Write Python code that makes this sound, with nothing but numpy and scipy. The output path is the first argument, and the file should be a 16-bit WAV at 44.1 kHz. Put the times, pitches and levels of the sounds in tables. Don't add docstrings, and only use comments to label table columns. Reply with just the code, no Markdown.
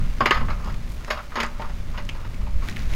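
import sys
import numpy as np
from scipy import signal
from scipy.fft import rfft, irfft
from scipy.io import wavfile
from scipy.ndimage import uniform_filter1d

SR = 44100
rng = np.random.default_rng(int(sys.argv[2]) if len(sys.argv) > 2 else 0)


def transcribe(signal):
    frames = np.atleast_2d(signal).T
    limited = np.clip(frames, -1, 1)
    pcm = np.round(limited * 32767).astype(np.int16)
    wavfile.write(sys.argv[1], SR, pcm)


N = 130095


# (time [s], unused, thud [dB], body [dB], clack [dB], tick [dB], resonance [Hz], chatter [s])
KNOCKS = [(0.205, -8, -23.5, -20.5, -28, -42.5, 1140, 0.0063),
          (0.257, -4, -28, -23, -19.5, -35, 2080, 0.0022), (0.307, -2, -27, -20, -18, -35.5, 1140, 0.0054),
          (0.343, -16, -48, -29.5, -32, -40, 1350, 0.0099),
          (0.37, -17, -35.5, -28.5, -34, -49, 1120, 0.005),
          (0.408, -21, -39.5, -33.5, -41, -63, 1090, 0.0059),
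          (0.484, -28, -38, -33, -42, -73, 1500, 0.0035), (0.502, -29, -49, -34, -38, -49, 1190, 0.0062),
          (0.598, -28, -48, -41.5, -63, -60, 1215, 0.0069),
          (0.656, -26, -44, -42.5, -62, -53, 1240, 0.0026), (0.67, -23, -37, -55, -52, -54, 1170, 0.0027),
          (0.696, -7, -46, -41, -46.5, -54, 1250, 0.005),
          (1.078, -18, -40.5, -36.5, -47, -52, 1210, 0.0042),
          (1.103, -10, -30.5, -26.5, -27, -33, 1780, 0.0056),
          (1.131, -21, -64, -39, -41.5, -62, 1130, 0.0026), (1.171, -22, -53, -37, -46, -52, 1290, 0.0075),
          (1.188, -24, -51, -39.5, -47, -64, 1360, 0.0037),
          (1.318, -27, -60, -40.5, -49, -66, 1420, 0.0038), (1.338, -22, -47, -46, -55, -57, 1230, 0.0082),
          (1.355, -14, -34, -29, -32, -39.5, 930, 0.0036),
          (1.369, -14, -29.5, -38, -33.5, -52, 880, 0.0024),
          (1.401, -16, -34.5, -34.5, -27, -34, 2070, 0.0056),
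          (1.429, -13, -35, -32, -29.5, -41, 1440, 0.0022), (1.595, -24, -32, -52, -46, -59, 900, 0.0068),
          (1.618, -23, -42.5, -36, -44, -56, 950, 0.0043), (1.695, -31, -49, -43.5, -51, -55, 845, 0.0047),
          (1.976, -21, -40.5, -39, -37, -47, 875, 0.0023), (2.149, -33, -45, -52, -49, -57, 1150, 0.0045),
          (2.247, -29, -50, -46, -49, -58, 1130, 0.0044), (2.412, -27, -53, -48.5, -53, -66, 912, 0.005),
          (2.465, -30, -45, -42, -51.5, -69, 880, 0.0032), (2.621, -29, -55, -41, -49, -57, 1130, 0.0055)]
# (thud/body [Hz], body/clack [Hz], clack/tick [Hz])
CROSSOVERS_HZ = [615, 1620, 4970]
# (thud [dB], body [dB], clack [dB], tick [dB])
BAND_TRIM_DB = [1, -0.5, 1.5, -1]
CONTACTS_PER_S, CONTACT_DB = 2000, -13.5
FOCUS_DB, FOCUS_WIDTH_HZ = -5, 200

def knocks(modes, size=1500):
    out, t = np.zeros(N), np.arange(size) / SR
    low, mid, high = CROSSOVERS_HZ
    bands = [signal.butter(4, hz, kind, fs=SR, output="sos") for hz, kind in
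             [(low, "low"), ([low, mid], "band"), ([mid, high], "band"), (high, "high")]]
    for s, _, *band_db, focus_hz, chatter_s in KNOCKS:
        contacts = amp(CONTACT_DB) * rng.standard_normal(size) * (rng.random(size) < CONTACTS_PER_S / SR)
        contacts *= np.exp(-(t / chatter_s) ** 2)
        contacts[0] = 1
        sound = signal.fftconvolve(spot_response(*modes), contacts)
        focus = signal.iirpeak(focus_hz, focus_hz / FOCUS_WIDTH_HZ, SR)
        sound = sound + amp(FOCUS_DB) * signal.lfilter(*focus, sound)
        for band, db, trim_db in zip(bands, band_db, BAND_TRIM_DB):
            part = signal.sosfilt(band, sound)
            add(out, s, amp(db + trim_db) * part / peak_rms(part, size=500))
    return out


# (frequency [Hz], relative level [dB], T60 [s])
RING_MODES = [(231.5, -1.5, 0.35), (584.7, -5.5, 0.54), (612, -2.5, 0.19), (912, 8, 0.27), (1130, -19, .42),
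              (1118, -17, 0.088), (1180, 6, 0.3), (1248, 10.5, 0.22), (1300, -14, .42), (1322, -6, 0.56),
              (1825, -35, .33), (1997, 7, 0.067), (2294, -9, 0.12), (2840, -6.5, .22)]
# (frequency [Hz], density [dB])
CROWD_SPECTRUM = [(120, -46), (230, 0.5), (290, -13.5), (400, -4), (700, -2), (1100, 14), (1550, 2),
                  (2000, 1), (3100, -8.5), (4000, -17), (5200, -16.5), (5800, -32.5), (6700, -22.5),
                  (8000, -51.5), (9800, -43), (11500, -36.5), (16000, -48)]
CROWD_T60_1KHZ_S, CROWD_EXPONENT = 0.12, 0.07
LINGER_DB, LINGER_T60_1KHZ_S, LINGER_EXPONENT = -12, 0.35, 0.24

def slat_modes(count=700, size=18000):
    t = np.arange(size) / SR
    jitter, phase = rng.random((2, count))
    hz = np.linspace(np.sqrt(150), np.sqrt(16000), count) ** 2
    hz += (jitter - .5) * np.gradient(hz)
    gain = spectrum(CROWD_SPECTRUM, hz) * np.sqrt(np.gradient(hz))
    hz, gain, phase = hz[:, None], gain[:, None], phase[:, None]
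    drop = decay(t, CROWD_T60_1KHZ_S / (hz / 1000) ** CROWD_EXPONENT)
    linger = amp(LINGER_DB) * decay(t, LINGER_T60_1KHZ_S / (hz / 1000) ** LINGER_EXPONENT)
    crowd = gain * (drop + linger) * np.sin(2 * np.pi * (hz * t + phase))
    ring = np.array([amp(db) * decay(t, t60) * np.sin(2 * np.pi * f * t) for f, db, t60 in RING_MODES])
    return crowd, ring


def spot_response(crowd, ring, ring_db=-5.5, scatter_db=3.5, rise_s=0.00039):
    dense = rng.choice([-1, 1], len(crowd)) @ crowd
    weights = rng.choice([-1, 1], len(ring)) * amp(scatter_db * rng.standard_normal(len(ring)))
    attack = 1 - np.exp(-np.arange(len(dense)) / SR / rise_s)
    return attack * (unit(dense) + amp(ring_db) * unit(weights @ ring))


# (time [s], crack [dB], crack pitch [Hz], edge re body [dB], thump [dB], thump pitch [Hz])
SNAPS = [(0.2604, -18, 2150, -24, -28, 420), (0.3091, -13, 2880, -14, -23, 375),
         (1.109, -25.5, 2460, -18, -41, 385), (1.4066, -24.5, 2300, -24, -36.5, 400)]

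def snaps(size=3000, thump_rise_s=0.001):
    out, t = np.zeros(N), np.arange(size) / SR
    thump_envelope = (1 - np.exp(-t / thump_rise_s)) * decay(t, t60_s=0.028)
    for s, crack_db, crack_hz, edge_db, thump_db, thump_hz in SNAPS:
        body = unit(resonant_noise(size, crack_hz, relative_width=0.23))
        edge = amp(edge_db) * unit(bright_edge(size))
        crack = (body + edge) * decay(t, t60_s=0.024)
        thump = thump_envelope * np.sin(2 * np.pi * thump_hz * t)
        add(out, s, amp(crack_db) * crack / peak_rms(crack, size=130))
        add(out, s, amp(thump_db) * thump / peak_rms(thump, size=400))
    return out


# (frequency [Hz], density [dB])
EDGE_SPECTRUM = [(200, 23), (1000, 3), (4000, 5), (6800, 5), (8200, -5), (12000, -22), (16000, -13)]

def bright_edge(size):
    return colour(rng.standard_normal(size), EDGE_SPECTRUM)


def squeak(start_s=0.206, length_s=0.0205, level_db=-17, from_hz=1070, to_hz=1148, roughness=0.13):
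    out, size = np.zeros(N), round(length_s * SR)
    cycles = np.cumsum(np.linspace(from_hz, to_hz, size)) / SR
    flutter = unit(signal.fftconvolve(rng.standard_normal(N), np.hanning(70), "same"))[:size]
    envelope = signal.windows.tukey(size, .5) * (1 + roughness * flutter)
    add(out, start_s, amp(level_db) * unit(envelope * np.sin(2 * np.pi * cycles)))
    return out


# (time [s], level [dB])
RUB_LEVEL = [(0, -50), (.3, -61), (.45, -50), (.56, -52), (.69, -44.5), (.8, -66), (1.05, -52),
             (1.2, -40.5), (1.29, -83), (1.39, -25), (1.5, -58), (1.66, -38.5), (1.78, -79), (1.95, -43),
             (2.07, -56), (2.18, -49), (2.32, -58), (2.95, -57)]
# (frequency [Hz], gain [dB])
SLIP_SPECTRUM = [(200, -4), (600, 0), (850, 0.5), (1100, -5.5), (1400, 3.5), (1700, -3), (2400, -1),
                 (8000, 4.5)]

def rubbing(modes):
    slips = colour(grains(per_s=580, spread_db=4.5), SLIP_SPECTRUM)
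    return level(RUB_LEVEL) * unit(signal.fftconvolve(slips, spot_response(*modes))[:N])


# (time [s], body [dB], pitch [Hz], edge re body [dB])
CLICKS = [(0.184, -47, 2600, -5), (0.646, -46, 5000, -8), (.743, -42.5, 2400, 0), (1.047, -36.5, 2310, 0.5),
          (1.433, -35, 6260, -10), (1.464, -43, 6600, -8), (1.62, -46, 3540, 5), (2.051, -47, 6200, 4),
          (2.091, -27, 2540, -8.5), (2.096, -34, 2480, 1), (2.344, -42, 2340, -4),
          (2.687, -28.5, 1930, -14), (2.697, -41.5, 5970, 6), (2.712, -41, 3800, -5),
          (2.726, -40, 1990, -7), (2.763, -34.5, 2400, -20), (2.768, -29.5, 2050, -29),
          (2.793, -41.5, 4430, -4), (2.937, -33.5, 2470, -9)]

def clicks(size=4000, tail_db=-21):
    out, t = np.zeros(N), np.arange(size) / SR
    envelope = decay(t, t60_s=0.012) + amp(tail_db) * decay(t, t60_s=0.21)
    for s, db, hz, edge_db in CLICKS:
        body = envelope * resonant_noise(size, hz, relative_width=0.2)
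        edge = envelope * bright_edge(size)
        click = body / peak_rms(body, size=100) + amp(edge_db) * edge / peak_rms(edge, size=100)
        add(out, s, amp(db) * click)
    return out


# (time [s], level [dB])
BRUSH_LEVEL = [(0, -65), (.84, -76), (.9, -55.5), (.95, -53), (1.0, -72), (1.06, -68), (1.09, -56),
               (1.15, -63), (1.2, -74), (2.95, -67)]
# (frequency [Hz], density [dB])
BRUSH_SPECTRUM = [(1000, -23), (4000, 3), (7000, 1), (12000, 0), (16000, -3)]

def palm_brush():
    return level(BRUSH_LEVEL) * unit(colour(grains(per_s=1700, spread_db=5), BRUSH_SPECTRUM))


# (time [s], level [dB])
GRAVEL_LEVEL = [(0, -47), (2.6, -50), (2.63, -46), (2.68, -41), (2.745, -47), (2.79, -42), (2.86, -45.5),
                (2.95, -39.5)]
# (frequency [Hz], density [dB])
GRAVEL_SPECTRUM = [(200, -20), (500, 2.5), (1100, -0.5), (2100, 1), (3200, -4.5), (6700, -11), (8200, -18),
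                   (15500, -21)]

def gravel():
    return level(GRAVEL_LEVEL) * unit(colour(grains(per_s=1700, spread_db=0.5), GRAVEL_SPECTRUM))


# (time [s], rumble before trim [dB], buffeting [dB])
GUSTS = [(0.0, -22.5, -28), (0.11, -19.5, -36.5), (0.14, -28.5, -44), (0.21, -28, -31.5), (0.32, -33, -40),
         (0.41, -19, -29.5), (0.65, -31, -38), (0.68, -25.5, -33.5), (1.22, -38, -49), (1.77, -27, -39),
         (2.31, -31.5, -37.5), (2.46, -23.5, -34), (2.5, -29.5, -39), (2.55, -17.5, -42),
         (2.62, -20.5, -37), (2.69, -34.5, -33), (2.91, -20.5, -37.5), (2.95, -20.5, -31)]
# (frequency [Hz], density [dB])
RUMBLE_SPECTRUM = [(5, 2), (15, 0), (25, 3.5), (40, -5), (60, -4.5), (90, -23), (150, -37.5), (400, -93)]
# (frequency [Hz], density [dB])
BUFFET_SPECTRUM = [(40, -55), (85, 5), (130, -1), (180, -5), (230, -7), (290, -16), (500, -25),
                   (1200, -90.5)]

def wind(rumble_trim_db=2.5):
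    rumble = amp(rumble_trim_db) * level(GUSTS, column=1) * eddies(RUMBLE_SPECTRUM)
    buffeting = level(GUSTS, column=2) * eddies(BUFFET_SPECTRUM)
    return rumble + buffeting


def eddies(points, size=5000):
    noise = colour(rng.standard_normal(N), points)
    power = uniform_filter1d(uniform_filter1d(noise ** 2, size), size)
    return noise / np.sqrt(power + 1e-20)


# (frequency [Hz], density [dB])
HISS_SPECTRUM = [(120, 0), (200, 1), (527, -11), (567, 2), (610, -8), (912, -17), (1080, -8), (1410, -43.5),
                 (2280, -15), (2830, -56.5), (3400, -20.5), (15800, -35.5)]

def outdoor_hiss(level_db=-49):
    return amp(level_db) * unit(colour(rng.standard_normal(N), HISS_SPECTRUM))


def grains(per_s, spread_db):
    strength = amp(spread_db * np.minimum(rng.exponential(1, N), 4.5))
    return strength * rng.choice([-1, 1], N) * (rng.random(N) < per_s / SR)


def resonant_noise(size, hz, relative_width):
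    f = np.fft.rfftfreq(size, 1 / SR) + 1
    detuning = (f / hz - hz / f) / (2 * relative_width)
    return irfft(rfft(rng.standard_normal(size)) / (1 + detuning ** 2))


def amp(db):
    return 10 ** (np.asarray(db) / 20)


def decay(t, t60_s):
    return amp(-60 * t / t60_s)


def unit(x):
    return x / np.sqrt(np.mean(x ** 2) + 1e-20)


def peak_rms(x, size):
    return np.sqrt(uniform_filter1d(x ** 2, size, mode="constant").max() + 1e-20)


def spectrum(points, hz):
    f, db = np.transpose(points)
    return amp(np.interp(np.log(hz + 1), np.log(f + 1), db))


def colour(x, points):
    return irfft(rfft(x) * spectrum(points, np.fft.rfftfreq(len(x), 1 / SR)), len(x))


def level(rows, column=1):
    rows = np.array(rows)
    return amp(np.interp(np.arange(N) / SR, rows[:, 0], rows[:, column]))


def add(mix, s, sound):
    part = mix[round(s * SR):][:len(sound)]
    part += sound[:len(part)]


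def scene():
    modes = slat_modes()
    tabletop = knocks(modes) + squeak() + rubbing(modes) + snaps()
    return (tabletop + clicks() + palm_brush() + gravel() + wind() + outdoor_hiss())[None]


def record(dry):
    lowpass = signal.firwin(401, 15900, window=("kaiser", 9), fs=SR)
    return signal.oaconvolve(dry, lowpass[None], "same")


dry = scene()
out = record(dry)
transcribe(out)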